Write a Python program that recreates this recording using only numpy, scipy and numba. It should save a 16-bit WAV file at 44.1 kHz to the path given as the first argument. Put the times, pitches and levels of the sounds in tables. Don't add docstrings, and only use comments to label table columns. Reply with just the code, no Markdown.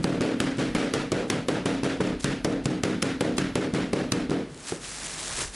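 import sys
import numpy as np
from scipy import signal
from scipy.fft import rfft, irfft, next_fast_len
from scipy.io import wavfile
from scipy.ndimage import uniform_filter1d, map_coordinates
from numba import njit

SR = 44100
rng = np.random.default_rng(int(sys.argv[2]) if len(sys.argv) > 2 else 0)


def how_loud(loudness_db):
    steps = np.asarray(loudness_db, float) / 20
    return 10 ** steps


def waveform_to_disk(signal):
    frames = np.transpose(np.atleast_2d(signal))
    scaled = np.clip(frames, -1, 1) * 32767
    samples = np.round(scaled).astype(np.int16)
    wavfile.write(sys.argv[1], SR, samples)


N = 244755

# start in seconds, slap level in dB, room level in dB, thump frequency in Hz,
# wetness (treble of the room) in dB.
BLOWS = [(0.043, -20.5, -8, 213, -2), (0.207, -32, -6, 214, -2), (0.403, -16, -12, 177, 2),
         (0.5820, -43, -14, 210, 2.5), (0.75, -24, -9.5, 280, 4), (0.9378, -20.5, -17.5, 262, 4),
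         (1.1192, -22, -14, 345, 1.5), (1.301, -18, -19, 260, 4.5), (1.4847, -24.5, -15.5, 327, 3.5),
         (1.6575, -24.5, -13.5, 263, 3), (1.8328, -34.5, -15, 274, 3.5), (2.004, -38, -13.5, 286, 1.5),
         (2.244, -18.5, -15.5, 163, 3.5), (2.447, -21, -11.5, 296, -1.5), (2.6571, -20.5, -13, 191, -2.5),
         (2.8358, -19.5, -10, 168, -1), (3.0258, -15, -16, 211, 3), (3.2088, -21, -12, 290, -0.7),
         (3.3824, -19, -18.5, 198, 3.5), (3.5555, -23, -11.5, 222, -1), (3.7362, -37.5, -11, 179, -0.5),
         (3.9319, -24.5, -13, 280, 0), (4.1211, -15, -13.5, 188, -1), (4.2954, -41, -21, 262, -2)]
# start in seconds, room level in dB,
# thump frequency in Hz, wetness in dB.
ROOM_CONTACTS = [
    (-0.05, -23.5, 126.5, -4.5),
    (4.312, -14.5, 200, -5.5),
    (4.7224, -40.5, 406, -4),
]
CUSHIONED = [1, 3, 10, 20, 23]
# frequency in Hz, density in dB per Hz.
CRINKLE = [(880, -6.5), (1500, -5), (1620, -3), (2570, -5), (8040, -3), (10900, -8), (11200, -11),
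           (11500, -18), (15000, -58), (22000, -120)]
USUAL_ROOM_DB = -12.5


def unit(x):
    return x / np.sqrt(np.mean(x ** 2) + 1e-20)


def along(points, hz):
    f, v = np.transpose(points)
    return np.interp(np.log(hz + 1), np.log(f + 1), v)


def filtered(x, response):
    m = next_fast_len(x.shape[-1] + 4096)
    spectrum = rfft(x, m) * response(np.fft.rfftfreq(m, 1 / SR))
    return irfft(spectrum, m)[..., :x.shape[-1]]


def noise(spectrum, size):
    return unit(filtered(rng.standard_normal(size), lambda hz: how_loud(along(spectrum, hz))))


def wobble(rate):
    knots = rng.standard_normal(int(N * rate / SR) + 4)
    return map_coordinates(knots, [np.arange(N) * rate / SR])


def bumps(rows):
    t = np.arange(N) / SR
    return sum(how_loud(db) * np.exp(-((t - when) / spread) ** 2) for when, db, spread in rows)


def hush():
    # frequency in Hz, density in dB per Hz.
    hush_spectrum = [(15, -30), (25, -5), (190, 3), (258, 3), (955, -11), (1910, -16), (3270, -14),
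                     (7250, -26), (10600, -24), (11500, -63), (15000, -69), (22000, -120)]
    return how_loud(-49.0 + wobble(5.5)) * noise(hush_spectrum, N)


def diffuse_tail(t, spot):
    # frequency in Hz, density in dB per Hz.
    tail_spectrum = [(30, -24), (70, -24.5), (150, -10.5), (300, -9), (500, -8), (720, -16), (1050, -22.5),
                     (1400, -19), (2400, -24), (3900, -29), (9400, -38.5), (11000, -40), (12000, -80)]
    # frequency in Hz, 60 dB decay time in seconds.
    kitchen_decay = [(100, 0.5), (400, 0.36), (1500, 0.35), (4000, 0.36), (10000, 0.28)]
    hz, frames, z = signal.stft(noise(tail_spectrum, len(t)), SR, nperseg=512)
    patches = uniform_filter1d(rng.standard_normal(z.shape), size=4, axis=0)
    rattle_db = 5 * uniform_filter1d(patches, size=4, axis=1)
    decay_db = 60 * frames / along(kitchen_decay, hz)[:, None]
    tail = z * how_loud(rattle_db + along(spot, hz)[:, None] - decay_db)
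    return signal.istft(tail, SR, nperseg=512)[1][:len(t)]


def low_modes(t, spot):
    # frequency in Hz, level in dB, 60 dB decay time in seconds.
    table_modes = [(104.7, -8, 0.25), (140.7, 0.5, 0.2), (183.4, -3, 0.36), (243.4, -7.5, 0.64),
                   (271.8, -1.5, 0.49), (308.7, 2, 0.35), (385.3, 2.5, 0.15), (417.5, -6, 0.32),
                   (471, -6, 0.35), (519, -15, 0.14), (558, -3.5, 0.21)]
    f, db, t60 = np.transpose(table_modes)[:, :, None]
    sag = t + 0.027 * 0.036 * (1 - np.exp(-t / 0.037))
    level_chance, pitch_chance, phase = rng.standard_normal((3,) + f.shape)
    level = how_loud(db + along(spot, f) + 2 * level_chance - 60 * t / t60)
    ring = level * np.sin(2 * np.pi * (f * (1 + 0.0078 * pitch_chance) * sag + phase))
    return ring.sum(axis=0)


def room_answer(t, treble_db, bass_db, mid_db):
    spot = [(150, bass_db), (280, 0), (520, mid_db), (1500, treble_db)]
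    build_up = 1 - np.exp(-(t / 0.0046) ** 2)
    return (diffuse_tail(t, spot) + how_loud(-3) * low_modes(t, spot)) * build_up


def contact_room(t, number, room_db, hz, wet_db):
    bass_db = min(1.94 + 0.6 * (USUAL_ROOM_DB - room_db), 7.5)
    if number == len(BLOWS) + 1:
        bass_db -= 11
    mid_db = 7.5 * np.log2(hz / 246)
    swell = 1 - np.exp(-t / 0.031) if number in CUSHIONED else 1
    return how_loud(room_db) * swell * room_answer(t, wet_db, bass_db, mid_db)


def slap(ms, slap_db, cushioned):
    # frequency in Hz, density in dB per Hz.
    slap_spectrum = [(300, -31), (1200, 10), (3000, 5), (7000, 1), (11000, -3.5)]
    soft_db = np.clip(-23.5 - slap_db, 0, 9)
    lag, spread = 0.22 + 0.2 * soft_db, 0.98 + 0.04 * soft_db
    burst = np.exp(np.where(ms < lag, 2.6, -0.8) * (ms - lag) / spread)
    burst = burst + how_loud(-28.5) * np.exp(np.minimum(ms, 0) / 3) * (ms < 0)
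    burst = burst + how_loud(-17.0) * np.exp(-np.abs(ms) / 14) * (ms > lag)
    if cushioned:
        second_ms = 10.2
        burst = burst + how_loud(-1) * np.exp(-((ms - lag - second_ms) / spread) ** 2)
    return how_loud(slap_db + 11.5) * burst * noise(slap_spectrum, len(ms))


def thump(t, room_db, hz, lost_db):
    # multiple of the thump frequency, level in dB, cycles to -60 dB.
    board_partials = [(1, 2, 4), (.6, -12.5, 1.5), (1.5, -7, 9)]
    thump_db = 0.5 + 0.68 * (room_db - USUAL_ROOM_DB) + lost_db
    ring = sum(how_loud(thump_db + db - 60 * t * k * hz / cycles) * np.sin(2 * np.pi * k * hz * t)
               for k, db, cycles in board_partials)
    return ring * (1 - 0.66 * np.exp(-(2.3 * hz * t) ** 2))


def knock(t):
    # frequency in Hz, level in dB, 60 dB decay time in seconds.
    mallet_modes = [(395, -11, 0.023), (175, -23.5, 0.058), (697, -11, 0.0078), (1340, -25, 0.009),
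                    (2010, -28, .008)]
    ring = sum(how_loud(db - 60 * t / t60) * np.sin(2 * np.pi * hz * t) for hz, db, t60 in mallet_modes)
    return ring * (1 - 0.62 * np.exp(-(t / 0.00059) ** 2))


def mallet():
    cushion_db = [-11.5, -13.5, -4, -10.5, -5]
    lost_db = dict(zip(CUSHIONED, cushion_db))
    pad = SR // 2
    out, t = np.zeros(N + 3 * pad), np.arange(pad) / SR
    ms = (t[:pad // 5] - 0.05) * 1000
    for number, (s, slap_db, room_db, hz, _) in enumerate(BLOWS):
        start = pad + round(s * SR)
        out[start - pad // 10:][:len(ms)] += slap(ms, slap_db, number in CUSHIONED)
        out[start:][:pad] -= thump(t, room_db, hz, lost_db.get(number, 0))
    contacts = [(s, *rest) for s, _, *rest in BLOWS] + ROOM_CONTACTS
    for number, (s, room_db, hz, wet_db) in enumerate(contacts):
        out[pad + round(s * SR):][:pad] += contact_room(t, number, room_db, hz, wet_db)
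    laid_down = ROOM_CONTACTS[-1][0]
    out[pad + round(laid_down * SR):][:pad] -= knock(t)
    return out[pad:pad + N]


def film(effort_db):
    # peak time in seconds, level in dB, spread in seconds.
    tugs = [(.036, -39.5, 0.0069), (.574, -46, .006), (2.208, -40.5, 0.01), (2.232, -39, 0.0088),
            (1.285, -49, 0.0081), (2.646, -45, 0.0062), (3.022, -30, 0.0016), (3.372, -39, 0.0037),
            (4.682, -43, 0.0091), (5.06, -46, 0.02), (5.415, -37, .01), (5.555, -39.5, 0.018)]
    creases = rng.standard_normal(N) * how_loud(2.4 * wobble(1200) + 0.8 * wobble(50))
    pull = how_loud(effort_db + 1.76) + bumps(tugs)
    return pull * unit(filtered(creases, lambda hz: how_loud(along(CRINKLE, hz))))


def folds():
    # start in seconds, frequency in Hz, level in dB.
    squeaks = [
        (3.0232, 5400, -15),
        (.0402, 4300, -18),
        (4.8455, 3000, -33),
    ]
    # start in seconds, peak level in dB.
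    snaps = [(4.5454, -25), (4.5765, -24), (4.604, -32), (4.66, -30), (4.6733, -19), (4.8131, -29),
             (4.8445, -24), (5.1219, -32), (5.2746, -21), (5.299, -21), (5.5335, -33)]
    out, tick = np.zeros(N), np.arange(200) / SR
    for when, db in snaps:
        click = how_loud(db - 11 - 60 * tick / 0.0067) * noise(CRINKLE, len(tick))
        out[round(when * SR):][:len(tick)] += click
    for when, hz, db in squeaks:
        whistle = how_loud(db) * np.hanning(len(tick)) ** 3 * np.sin(2 * np.pi * hz * tick)
        out[round(when * SR):][:len(tick)] += whistle
    return out


def rub(effort_db, strain):
    # frequency in Hz, density in dB per Hz.
    rub_spectrum = [(250, -7), (600, 0.5), (1200, 3.5), (2200, -1.5), (4000, -24)]
    level = how_loud(-52 + 0.62 * (effort_db + 40.5)) + how_loud(-7) * strain
    return level * how_loud(1.5 * wobble(30)) * noise(rub_spectrum, N)


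def shoved_board(shake, strain):
    # frequency in Hz, density in dB per Hz.
    creak_spectrum = [(90, -21), (160, -16), (400, 13), (900, -25)]
    rumble_spectrum = [(30, -20), (75, -1), (140, 8), (250, -29), (600, -84)]  # (Hz, dB per Hz)
    creak = strain * how_loud(4.1 * wobble(40)) * noise(creak_spectrum, N)
    rumble = shake * how_loud(3.4 * wobble(25)) * noise(rumble_spectrum, N)
    return creak + rumble


def bag():
    # time in seconds, effort in dB.
    hands = [
        (4.5, -59.5),
        (4.664, -44),
        (4.698, -36),
        (4.788, -49),
        (4.848, -39.5),
        (5.108, -38),
        (5.362, -34.5),
        (5.412, -31.5),
        (5.514, -48),
    ]
    # peak time in seconds, rumble level in dB, creak level in dB, spread in
    # seconds.
    shoves = [
        (4.52, -55, -56, 0.14),
        (4.75, -60, -41.5, 0.029),
        (5.2, -63, -51.5, 0.093),
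        (5.32, -42, -48, .02),
        (5.414, -42, -38.5, 0.039),
    ]
    t = np.arange(N) / SR
    effort_db = np.interp(t, *np.transpose(hands)) - 300 * np.clip(hands[0][0] - t, 0, 1)
    shake = bumps([(s, db, spread) for s, db, _, spread in shoves])
    strain = bumps([(s, db, spread) for s, _, db, spread in shoves])
    return film(effort_db) + folds() + rub(effort_db, strain) + shoved_board(shake, strain)


def scene():
    return np.tile(mallet() + bag() + hush(), (2, 1))


def mains_hum():
    # frequency in Hz, rms level in dB.
    hum_tones = [(48.4, -53), (100, -88), (155, -57.5)]
    t = np.arange(N) / SR
    return sum(how_loud(db + 4.5 * wobble(4.1)) * np.sin(2 * np.pi * hz * t + 0.6 * wobble(3.1))
               for hz, db in hum_tones)


def floor_shake(gain):
    # peak time in seconds, level in dB, spread in seconds.
    steps = [
        (0.0, -45, .04),
        (0.74, -37, 0.037),
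        (1.05, -41, .04),
        (2.14, -39, .06),
        (2.3, -44, 0.044),
        (2.44, -41, .05),
        (3.92, -48, 0.027),
        (5.31, -39, .015),
        (5.36, -37, .03),
        (5.47, -34, 0.034),
    ]
    shake_spectrum = [(12, -14), (28, 7.5), (52, 7), (75, 3), (130, -58), (300, -120)]  # (Hz, dB per Hz)
    jolts = bumps([(s, -55 + 0.55 * (room_db - USUAL_ROOM_DB), 0.089) for s, _, room_db, *_ in BLOWS])
    sway = how_loud(4 * wobble(9))
    ride = uniform_filter1d(gain, size=2000) ** 0.34
    level = (how_loud(-61) + jolts) * sway * ride + how_loud(-5) * bumps(steps)
    return level * noise(shake_spectrum, N)


def scrambled(x, size, gain):
    hz, t, z = signal.stft(x, SR, nperseg=size)
    z = z * gain(hz, t) * np.exp(2j * np.pi * rng.random(z.shape))
    return signal.istft(z, SR, nperseg=size)[1][:N]


def difference(mid):
    # frequency in Hz, difference minus sum within a cell in dB.
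    cell_width = [(60, -20), (300, -24), (1000, -18), (4000, -13), (10000, -12)]

    def cells(hz, t):
        band = (14 * np.log(1 + hz / 1500)).astype(int)
        chance = np.linspace(0.15, 0.03, band[-1] + 1)[:, None]
        is_open = rng.random((band[-1] + 1, len(t))) < chance
        return is_open[band] * how_loud(along(cell_width, hz))[:, None]

    def treble(hz, t):
        return how_loud(along([(200, -50), (3000, 2.5)], hz))[:, None]

    s = np.transpose(BLOWS)[0, :, None]
    apart_db = -28.5 + 11.5 * rng.standard_normal(s.shape)
    reach = np.where(apart_db > -22.5, 0.03, 0.006)
    distance = np.abs(np.arange(0, N, 20) / SR - s - 0.002)
    near = how_loud(apart_db + 4) * np.clip(1 - distance / reach, 0, 1)
    near = np.repeat(near.sum(axis=0), 20)[:N]
    return scrambled(mid, 2048, cells) + near * scrambled(mid, 256, treble)


@njit
def follow(level, attack, release):
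    out, e = np.empty_like(level), level[:500].mean()
    for i in range(len(level)):
        e += (attack if level[i] > e else release) * (level[i] - e)
        out[i] = e
    return out


def band_limit(x):
    return signal.sosfilt(signal.butter(12, 16960, fs=SR, output="sos"), x)


def record(dry):
    top_hz = 11050
    heard = filtered(dry[0], lambda hz: hz < top_hz)
    envelope = follow(np.abs(heard), 1 / (0.0019 * SR), 1 / (0.0094 * SR))
    late = np.pad(envelope, (round(0.0031 * SR), 0), "edge")[:N]
    gain = 1 / (1 + (late / how_loud(-22.5)) ** 3) ** (1.014 / 3)
    clipped = gain * heard / (1 + np.abs(gain * heard / 0.16) ** 7) ** (1 / 7)

    def response(hz):
        above = how_loud(-13.5) / (1 + (hz / 16000) ** 40)
        band = np.where(hz < top_hz, 1, above)
        bass_shelf = 0.35 + 0.59 / (1 + (70 / (hz + 1)) ** 4)
        return band * bass_shelf * 1j * hz / (30 + 1j * hz)

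    mid = filtered(clipped, response) + gain * mains_hum() + floor_shake(gain)
    side = difference(mid)
    return band_limit(np.array([mid + side, mid - side]))


dry = scene()
out = record(dry)
waveform_to_disk(out)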